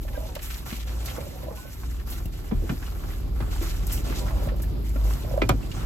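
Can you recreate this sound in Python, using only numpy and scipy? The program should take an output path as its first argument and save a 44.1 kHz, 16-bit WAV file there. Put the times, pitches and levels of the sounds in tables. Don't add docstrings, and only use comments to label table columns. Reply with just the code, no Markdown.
import sys
import numpy as np
from scipy import signal
from scipy.fft import rfft, irfft, next_fast_len
from scipy.io import wavfile
from scipy.ndimage import uniform_filter1d, map_coordinates

SR = 44100
rng = np.random.default_rng(int(sys.argv[2]) if len(sys.argv) > 2 else 0)


def put_to_file(sound):
    columns = np.atleast_2d(sound).T
    safe = np.clip(columns, -1, 1)
    whole_steps = np.round(safe * 32767)
    wavfile.write(sys.argv[1], SR, whole_steps.astype(np.int16))


N = 258152
TIME = np.arange(N) / SR
AGE = TIME[:SR // 2]
PORT_LAG_S, RASP_SHARE, HISS_SHARE = .00018, .35, .7


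def undb(db):
    return 10 ** (np.asarray(db) / 20)


def unit(x):
    return x / np.sqrt(np.mean(x ** 2))


def curves(table):
    s, *columns = np.transpose(table)
    return [np.interp(TIME, s, c) for c in columns]


def walk(rate):
    k = int(SR / rate)
    steps = np.repeat(rng.standard_normal(N // k + 1), k)
    smooth = uniform_filter1d(uniform_filter1d(steps, k), k)
    return unit(smooth[:N])


def shape(x, gain):
    n = x.shape[-1]
    size = next_fast_len(n + 4096)
    f = np.maximum(np.fft.rfftfreq(size, 1 / SR), 1)
    return irfft(rfft(x, size) * gain(f), size)[..., :n]


def colour(x, points):
    hz, db = np.transpose(points)
    return unit(shape(x, lambda f: undb(np.interp(np.log(f), np.log(hz), db))))


def band(f, hz, width):
    return 1 / (1 + 1j * (f * f - hz * hz) / (f * width))


def spread(x, wide_hz):
    side = shape(x[1], lambda f: f / np.hypot(f, wide_hz))
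    return np.array([x[0] + side, x[0] - side])


def ports(x, lag_s, share):
    direct = shape(x[0], lambda f: 1j * np.exp(-2j * np.pi * f * lag_s))
    right = np.sqrt(share) * direct + np.sqrt(1 - share) * x[1]
    return np.array([x[0], right])


def pan(db):
    return undb(np.array([[db], [-db]]) / 2)


def add(out, s, db, sound):
    i = int(s * SR)
    scaled = undb(db) * sound / np.abs(sound).max()
    out[:, i:i + len(AGE)] += scaled[..., :N - i]


def fade(t60, rise):
    return (1 - np.exp(-(AGE / rise) ** 2)) * np.exp(-np.log(1000) * AGE / t60)


def burst(t60, rise):
    return rng.standard_normal((2, len(AGE))) * fade(t60, rise)


def ring(hz, t60, rise, skew):
    offset = np.array([[skew], [-skew]]) / 2
    return np.sin(2 * np.pi * hz * AGE + offset) * fade(t60, rise)


def crackle(envelope, rate, size_db):
    slips = (rng.random(len(AGE)) < rate / SR) * undb(size_db * rng.random(len(AGE)))
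    return rng.standard_normal((2, len(AGE))) * uniform_filter1d(slips, 8) * envelope


def friction(rate, size_db, grain_db):
    slips = (rng.random(N) < rate / SR) * undb(size_db * np.minimum(rng.exponential(size=N), 4))
    energy = signal.lfilter([1], [1, -np.exp(-1 / (0.0049 * SR))], slips)
    loudness = np.sqrt(1 + undb(grain_db) ** 2 * energy / energy.mean())
    return rng.standard_normal((2, N)) * loudness


def bristle_ticks(count, size_db, t60):
    out = np.zeros((2, N))
    age = AGE[:SR // 50]
    for when, pitch, strength, turn in rng.random((count, 4)):
        hz = 1300 * 6 ** pitch
        i = int(when * (N - len(age)))
        phase = 2 * np.pi * (hz * age + np.array([[0], [turn]]))
        out[:, i:i + len(age)] += undb(-size_db * strength) * np.sin(phase) * np.exp(-np.log(1000) * age / t60)
    return unit(out)


# (t/s, length/s, level/dB, strand hiss relative to it/dB, cloth rub relative to it/dB)
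HAIR_STROKES = [(0, 0.13, -55.5, 0, -12), (0.115, 0.24, -51, -6, -4), (0.405, 0.17, -44, -4, -4.5),
                (0.647, 0.12, -45, -4.5, 1.5), (0.85, 0.35, -49, -6, 5.5), (1.035, 0.06, -50, -1, -9),
                (1.137, 0.16, -53, -4, 2), (1.305, 0.22, -56.5, -3, 3), (1.546, 0.043, -50.5, -4.5, 0),
                (1.652, 0.36, -54, -3.5, 1), (2.053, 0.11, -46, -2.5, 4.5), (2.31, 0.38, -54, -5.5, 2),
                (2.663, 0.51, -50.5, -4, 5), (3.341, 0.18, -53.5, -5, 11.5), (3.499, 0.41, -45.5, -6.5, 2),
                (3.605, 0.1, -46, -6, -13), (3.89, 0.072, -41, -8, -6.5), (4.035, 0.16, -43, -7.5, 0),
                (4.25, 0.23, -51.5, -5.5, 7.5), (4.557, .25, -62.5, 2, 5), (4.833, 0.18, -53.5, -4.5, -6),
                (5.03, 0.062, -49, -2, 5.5), (5.09, 0.24, -50, -4, 2.5), (5.307, 0.4, -55, -8, 3.5),
                (5.724, 0.15, -46.5, -12, 6.5)]
# (level/dB, strand hiss relative/dB, cloth rub relative/dB)
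RESTING_RUSTLE = (-62.5, -0.78, 2.1)
GRIP_S, EASE_DB_PER_S, LET_GO_S = 0.019, 3.5, 0.073


def stroke_gains():
    rest_db, hiss_db, cloth_db = RESTING_RUSTLE
    power = undb(rest_db + np.array([[0], [hiss_db], [cloth_db]])) ** 2
    for s, length, db, hiss_db, cloth_db in HAIR_STROKES:
        age = np.maximum(TIME - s, 0)
        grip = np.minimum(age / GRIP_S, 1)
        let_go = np.exp(-np.maximum(age - length, 0) / LET_GO_S)
        envelope = grip * undb(-EASE_DB_PER_S * age) * let_go
        layers = undb(db + np.array([[0], [hiss_db], [cloth_db]]))
        power = power + (layers * envelope) ** 2
    return np.sqrt(power)


# (f/Hz, level/dB)
BRISTLE_COLOUR = [(500, -14), (1200, -4), (2400, 0), (3600, .5), (5500, -2.5), (7500, -1.5), (9500, -8),
                  (16000, -18)]
HAIR_STRAND_COLOUR = [(4000, -25), (9000, -15), (10800, -2), (13000, 0), (14500, -9), (16000, -10)]
SLEEVE_COLOUR = [(150, -12), (330, -2), (480, -3), (750, 0), (900, -2), (1350, 0), (1700, -8), (4000, -24)]
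TUFT_BANDS = [1000, 1400, 2000, 2800, 4000, 5600, 8000]
TUFT_DB, TUFT_RATE = 2.8, 40


def hair(brush_db, strands_db, cloth_db):
    rasp, hiss, rub = stroke_gains()
    bristles = ports(friction(rate=270, size_db=12.5, grain_db=-8.0), PORT_LAG_S, RASP_SHARE)
    fibres = ports(friction(rate=500, size_db=6, grain_db=-2), PORT_LAG_S, HISS_SHARE)
    sleeves = spread(friction(rate=150, size_db=8.0, grain_db=6.5), wide_hz=560)
    tufts = 0
    for hz in TUFT_BANDS:
        tuft = shape(bristles, lambda f: band(f, hz, hz / 3))
        tufts = tufts + tuft * undb(TUFT_DB * walk(TUFT_RATE))
    ticks = undb(-7) * bristle_ticks(count=1500, size_db=20, t60=.007)
    brush = (colour(tufts, BRISTLE_COLOUR) + ticks) * rasp * undb(brush_db) * pan(db=-1.0)
    strands = colour(fibres, HAIR_STRAND_COLOUR) * hiss * undb(strands_db)
    cloth = colour(sleeves, SLEEVE_COLOUR) * rub * undb(cloth_db) * pan(db=-0.5)
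    flicker = undb(1.1 * walk(40) + 1.0 * walk(14))
    return (brush + strands) * flicker + cloth


# (t/s, peak level before gain/dB, centre f/Hz, length/s)
TANGLE_SCRATCHES = [(0.502, -30, 2400, 0.024), (0.54, -27.5, 3280, 0.026), (0.693, -30.5, 1900, 0.037),
                    (0.725, -32, 2200, 0.027), (.75, -35, 4500, 0.039), (.775, -40, 6000, .015),
                    (0.794, -31, 3000, 0.055), (0.873, -34.5, 1600, 0.039), (3.69, -30.5, 3500, 0.039),
                    (4.091, -31, 1900, 0.044), (4.888, -34, 7000, .02), (5.136, -29, 3400, 0.011)]


def scratches(gain_db):
    out = np.zeros((2, N))
    for s, db, hz, length in TANGLE_SCRATCHES:
        swell = np.sin(np.pi * np.minimum(AGE / length, 1) ** .5)
        grains = crackle(swell, rate=900, size_db=9)
        add(out, s, db + gain_db, shape(grains, lambda f: band(f, hz, 1.6 * hz) ** 2))
    return out


# (t/s, peak level before gain/dB, t60/s)
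HAIR_SNAGS = [(0.3507, -29.5, 0.034), (0.4206, -34.5, 0.31), (1.0563, -30.5, 0.054), (2.098, -32.5, 0.21),
              (2.255, -36, 0.041), (3.8663, -28.5, 0.068), (3.919, -26, 0.2), (4.43, -40, 0.089),
              (4.469, -39, .061), (4.56, -42, .07), (4.618, -32, 0.12), (4.885, -41, 0.074),
              (5.373, -41, 0.032)]


def snags(gain_db):
    out = np.zeros((2, N))
    for s, db, t60 in HAIR_SNAGS:
        add(out, s, db + gain_db, shape(burst(t60, rise=t60 / 50), lambda f: band(f, 13500, 9600)))
    return ports(out, PORT_LAG_S, HISS_SHARE)


# (t/s, peak level before gain/dB, centre f/Hz, clear ring relative to the noise/dB)
SMALL_CLICKS = [(0.049, -56, 800, -12), (0.08, -40, 1760, -5), (.352, -32, 2780, -12),
                (0.363, -37.5, 900, -3), (0.39, -36, 1950, -15), (1.058, -33, 4500, -11),
                (1.074, -39, 2540, -12), (1.084, -35.5, 2140, -4), (1.098, -36.5, 3260, -1),
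                (1.8325, -36.5, 1046, -7), (1.9962, -40.5, 1845, -9), (2.2553, -45, 2740, -3),
                (2.825, -37, 1200, -17), (2.863, -43, 2930, -2), (3.036, -44, 1060, -3),
                (3.103, -42, 1960, -5), (3.132, -42, 1210, -11), (3.402, -40, 2000, -16),
                (3.403, -32, 790, -7), (3.558, -37, 837, 1), (3.61, -41.5, 600, 1),
                (4.122, -33.5, 1300, -11), (4.2807, -34, 1370, -8), (4.305, -36, 1070, -4),
                (4.4861, -35.5, 1280, -12), (4.598, -44.5, 1290, -10), (4.635, -42.5, 1720, -5),
                (4.96, -39.5, 1390, -3), (5.628, -43.5, 2670, 4), (5.7144, -34, 2826, -2)]


def clicks(gain_db):
    out = np.zeros((2, N))
    for s, db, hz, ring_db in SMALL_CLICKS:
        puff = spread(burst(t60=0.085, rise=0.0015), wide_hz=1200)
        tick = shape(puff, lambda f: band(f, hz, 1.37 * hz) ** 2)
        tone = ring(hz, t60=.055, rise=0.0005, skew=0.88)
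        add(out, s, db + gain_db, unit(tick) + undb(ring_db) * unit(tone))
    return out * pan(db=-1.0)


# (t/s, length/s, peak level before gain/dB, f/Hz, glide/share of f)
SURFACE_SQUEAKS = [(0.15, 0.024, -34.5, 1606, -.03), (1.55, .16, -47, 1483, 0.029),
                   (1.577, 0.026, -41.5, 1080, -.08)]


def squeaks(gain_db):
    out = np.zeros((2, N))
    for s, length, db, hz, glide in SURFACE_SQUEAKS:
        part = np.minimum(AGE / length, 1)
        pitch = hz * (1 + glide * part + .012 * walk(120)[:len(AGE)])
        phase = 2 * np.pi * np.cumsum(pitch) / SR + np.array([[0], [-1]])
        swell = np.sqrt(4 * part * (1 - part))
        add(out, s, db + gain_db, np.sin(phase) * swell)
    return out


def stick_slip(rate, size_db):
    gap, size = rng.random((int(2 * rate * N / SR), 2)).T
    when = (np.cumsum(.5 + gap) * SR / rate).astype(int)
    return unit(np.bincount(when, undb(size_db * size), N)[:N])


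# (t/s, level before gain/dB)
JOSTLE_SPELLS = [
    [(0.0, -67), (0.23, -41), (0.32, -47.5), (0.42, -49)],
    [(.85, -51.5), (1.1, -49.5), (1.19, -41.5), (1.32, -50.5), (1.41, -44.5), (1.49, -40.5), (1.58, -48),
     (1.75, -70)],
    [(3.95, -70), (4.13, -44), (4.32, -40), (4.42, -41), (4.55, -47.5), (4.68, -62)],
    [(4.95, -57), (5.07, -39.5), (5.18, -63), (5.32, -40), (5.42, -41)],
]
# (f/Hz, width/Hz, level/dB)
HOLLOW_MODES = [(547, 32, 5), (608, 34, 4), (812, 42, 8), (1004, 33, 7)]
HOLLOW_DRIFT, HOLLOW_DRIFT_RATE = .05, 30


def hollow_rub(gain_db, slide_db):
    slide = unit(spread(rng.standard_normal((2, N)), wide_hz=597))
    slips = stick_slip(rate=55, size_db=8) + undb(slide_db) * slide

    def modes(f):
        return sum(undb(db) * band(f, hz, width) for hz, width, db in HOLLOW_MODES) * band(f, 575, 260)

    body = unit(shape(slips, modes))
    place = np.arange(N) + np.cumsum(HOLLOW_DRIFT * walk(HOLLOW_DRIFT_RATE))
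    bent = [map_coordinates(side, [place - lag * SR], order=1, mode="mirror")
            for side, lag in zip(body, (0, PORT_LAG_S))]
    level = 0
    for spell in JOSTLE_SPELLS:
        s, db = np.transpose(spell)
        level = level + np.interp(TIME, s, undb(db + gain_db), 0, 0)
    return unit(np.array(bent)) * level


# (t/s, peak level before gain/dB, f/Hz)
HOLLOW_TAPS = [(.049, -37, 587), (0.104, -42, 566), (.143, -39, 560), (.175, -27.5, 578), (.205, -36, 605),
               (.228, -40, 580), (.255, -37, 590), (.363, -29, 584), (1.181, -28, 508), (1.208, -34, 555),
               (1.265, -34.5, 560), (1.328, -40, 560), (1.357, -37, 522), (1.432, -39, 587),
               (1.468, -36, 606), (1.482, -29.5, 593), (1.511, -32, 470), (1.653, -41, 540),
               (4.38, -41, 581.6), (4.422, -34, 586), (4.472, -28, 580), (4.518, -31.5, 513),
               (4.54, -35.5, 586), (4.597, -40, 583), (4.958, -32.5, 583), (5.246, -32, 583),
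               (5.31, -29, 586), (5.338, -24, 533), (5.376, -16, 587)]


def hollow_taps(gain_db, scuff_db):
    out = np.zeros((2, N))
    for s, db, hz in HOLLOW_TAPS:
        scuff = shape(spread(burst(t60=.04, rise=.002), wide_hz=500), lambda f: band(f, 700, 500) ** 2)
        tone = ring(hz, t60=0.021, rise=0.0089, skew=1.3)
        add(out, s - .001, db + gain_db, unit(tone) + undb(scuff_db) * unit(scuff))
    return out


def hollow_thing(rub_db, tap_db, scuff_db, slide_db):
    return (hollow_rub(rub_db, slide_db) + hollow_taps(tap_db, scuff_db)) * pan(db=-4.5)


# (f/Hz, level/dB, t60/s)
PLASTIC_MODES = [(260, -7, 0.12), (315, -4, 0.062), (379, 0, 0.13), (552, -2, 0.091), (769, 0.5, 0.053),
                 (1013, 1, 0.03), (1225, 2, 0.028), (1350, 1.5, 0.031), (1557, -7, 0.06), (1977, -7, 0.037),
                 (2157, -0.5, 0.035), (2377, -4, 0.052), (2980, -13, 0.035), (3380, -2.5, 0.032)]
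DETUNE = .01


def plastic_ring(spot_hz, favour):
    body = 0
    for hz, mode_db, t60 in PLASTIC_MODES:
        boost = 1 + favour * abs(band(hz, spot_hz, 0.25 * spot_hz))
        size = undb(mode_db) * boost * rng.choice([-1, 1])
        pitch = hz * (1 + DETUNE * rng.standard_normal())
        body = body + size * ring(pitch, t60, rise=0.00013, skew=min(hz / 700, 1.6))
    return body


# (t/s, peak level of first ring/dB, favoured f/Hz,
# crack relative to it/dB, crack edge f/Hz, left minus right/dB,
# thump of its support: level/dB, f/Hz, lag/s, t60/s)
PLASTIC_KNOCKS = [(2.5125, -27, 434, 2, 3540, -6, -14.5, 210, 0.008, 0.037),
                  (2.6931, -24, 1370, 1.5, 3320, -1, -17.5, 164, 0.0045, 0.12),
                  (5.4179, -11.5, 2050, -4, 5500, -3, -12.5, 307, 0.0037, 0.037),
                  (5.494, -7.5, 950, -5.5, 10000, -3, -17, 134, 0.0072, 0.15)]
CONTACTS, SETTLE_S, SETTLE_DB = 4, .0034, -6.5


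def knocks(favour, thud_db):
    out = np.zeros((2, N))
    for s, db, spot_hz, crack_db, edge_hz, pan_db, *_ in PLASTIC_KNOCKS:
        for contact in range(CONTACTS):
            lag = contact * SETTLE_S * rng.uniform(.85, 1.15)
            add(out, s + lag, db + contact * SETTLE_DB, plastic_ring(spot_hz, favour) * pan(pan_db))
        grains = crackle(fade(t60=0.062, rise=0.0017), rate=3500, size_db=8)
        crack = shape(grains, lambda f: band(f, spot_hz, 1.0 * spot_hz) / np.hypot(1, (f / edge_hz) ** 3))
        thud = shape(spread(burst(t60=0.17, rise=0.00095), wide_hz=600), lambda f: band(f, 327, 250) ** 2)
        add(out, s, db + crack_db, crack * pan(pan_db))
        add(out, s, db + thud_db, thud * pan(pan_db))
    return out


def edge_scrape():
    out = np.zeros((2, N))
    scrape = shape(burst(t60=0.011, rise=0.006), lambda f: band(f, 4000, 9800))
    add(out, s=5.4895, db=-12, sound=scrape)
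    return out


# (t/s, peak level/dB, f/Hz, t60/s)
FLOOR_BUMPS = [(.174, -35, 285, 0.076), (.724, -23.5, 229, 0.048), (1.073, -32.5, 423, 0.018),
               (1.18, -32.5, 237, 0.14), (2.254, -22, 126, 0.068), (2.545, -22, 131, 0.14),
               (2.623, -29, 328, 0.037), (2.637, -26.5, 335, 0.07), (2.722, -21.5, 230, .03),
               (2.818, -34, 267, 0.047), (3.404, -26, 317, 0.023), (3.413, -22.5, 122, 0.11),
               (3.613, -25.5, 333, 0.2), (4.105, -26.5, 368, .08), (4.173, -32, 350, 0.057),
               (4.466, -23.5, 133, 0.1), (4.957, -27.5, 256, 0.073), (5.315, -23, 109, 0.18),
               (5.435, -22, 122, 0.26), (5.506, -18.5, 76, 0.16), (5.54, -24, 260, 0.068)]
BUMP_RISE_CYCLES = 0.32


def bumps(thud_db):
    out = np.zeros((2, N))
    thumps = [(s + lag, db, hz, t60) for s, *_, db, hz, lag, t60 in PLASTIC_KNOCKS]
    for s, db, hz, t60 in list(FLOOR_BUMPS) + thumps:
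        rise = BUMP_RISE_CYCLES / hz
        thud = shape(spread(burst(t60, rise), wide_hz=506), lambda f: band(f, hz, 0.61 * hz) ** 2)
        tone = ring(hz, t60, rise, skew=0.34)
        add(out, s, db, unit(tone) + undb(thud_db) * unit(thud))
    return out


def cabin(x, wet_db, t60):
    echoes = burst(t60, rise=0.004) * (rng.random((2, len(AGE))) < 1200 / SR)
    echoes = shape(echoes, lambda f: 1 / (1 + 1j * f / 3500))
    echoes /= np.sqrt(np.sum(echoes ** 2, axis=1, keepdims=True))
    return x + undb(wet_db) * signal.fftconvolve(x, echoes, axes=1)[:, :N]


def drone(hz, db, waver_db, second_db, skew):
    phase = 2 * np.pi * (np.cumsum(hz) / SR + rng.random()) + np.array([[skew], [-skew]]) / 2
    tone = np.sin(phase) + undb(second_db) * np.sin(2 * phase)
    return np.sqrt(2) * undb(db + waver_db * walk(12)) * tone


# (t/s, f/Hz)
FIRING_RATE = [(0, 56.03), (1.3, 57.3), (2.5, 57.95), (3.2, 55), (4.55, 53.47), (5.45, 51.87), (5.85, 48.8)]
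# (t/s, level before gain/dB)
ENGINE_LEVEL = [(0.0, -37.5), (.2, -30), (.36, -42), (0.53, -29.5), (0.68, -42.5), (0.78, -28),
                (1.08, -32.5), (1.22, -44), (1.4, -35.5), (1.7, -40), (2.05, -30), (2.45, -40), (2.75, -38),
                (3.03, -33), (3.11, -53), (3.21, -27.5), (3.58, -26), (3.67, -34.5), (3.77, -26.5),
                (3.88, -27), (3.96, -32.5), (4.07, -28), (4.45, -25.5), (4.72, -26.5), (5.05, -18.5),
                (5.2, -31.5), (5.35, -25), (5.48, -27), (5.54, -22), (5.72, -36.5), (5.85, -26)]


def engine(gain_db):
    hz, = curves(FIRING_RATE)
    db, = curves(ENGINE_LEVEL)
    return drone(hz, db + gain_db, waver_db=2.0, second_db=-19.5, skew=0.33)


# (t/s, level before gain/dB)
BODY_BOOM_LEVEL = [(0, -39), (.2, -42), (.9, -51.5), (1.6, -56), (1.85, -43.5), (2.53, -39), (2.56, -24),
                   (2.615, -29.5), (2.645, -39), (2.9, -40.5), (3.55, -35), (4.45, -36), (4.85, -48),
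                   (5.5, -38), (5.85, -43)]


def body_boom(gain_db, wander_hz):
    db, = curves(BODY_BOOM_LEVEL)
    hz = 40.17 + wander_hz * walk(9.7)
    return drone(hz, db + gain_db, waver_db=-1.5, second_db=-9.5, skew=0.36)


# (t/s, level before gain/dB)
TYRE_LEVEL = [(0, -40.5), (.45, -44), (1.3, -38.5), (1.8, -42), (2.25, -39), (3.25, -37.5), (3.65, -35.5),
              (4.4, -32.5), (4.8, -35.5), (5.85, -35.5)]
# (f/Hz, level/dB)
TYRE_COLOUR = [(20, -29), (35, -26), (60, 6.5), (82, 3.5), (100, 1), (128, -0.5), (190, -7), (380, -11.5),
               (460, -19), (1000, -29.5), (1800, -40), (5000, -39), (15000, -123)]


def road(gain_db):
    db, = curves(TYRE_LEVEL)
    rumble = colour(spread(rng.standard_normal((2, N)), wide_hz=304), TYRE_COLOUR)
    flutter_db = 1.2 * walk(18)
    return rumble * undb(db + gain_db + flutter_db) * pan(db=-1.75)


def scene():
    rustle = hair(brush_db=0.0, strands_db=3.0, cloth_db=-3.5) + scratches(gain_db=4.5)
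    rustle = rustle + snags(gain_db=6.5) + clicks(gain_db=4.5) + squeaks(gain_db=-5)
    blows = hollow_thing(rub_db=-3, tap_db=2.5, scuff_db=-15, slide_db=3)
    blows = blows + knocks(favour=3.0, thud_db=-6.5) + edge_scrape() + bumps(thud_db=-1.5)
    near = cabin(rustle, wet_db=-15, t60=.06) + cabin(blows, wet_db=-14, t60=0.076)
    car = engine(gain_db=-0.5) + body_boom(gain_db=5.5, wander_hz=1.15) + road(gain_db=1.76)
    return near + car


def record(dry):
    dry = signal.sosfilt(signal.butter(3, 26, "high", fs=SR, output="sos"), dry)
    dry = np.tanh(1.8 * dry) / 1.8
    return signal.sosfilt(signal.ellip(10, .2, 80, 15900, fs=SR, output="sos"), dry)


dry = scene()
out = record(dry)
put_to_file(out)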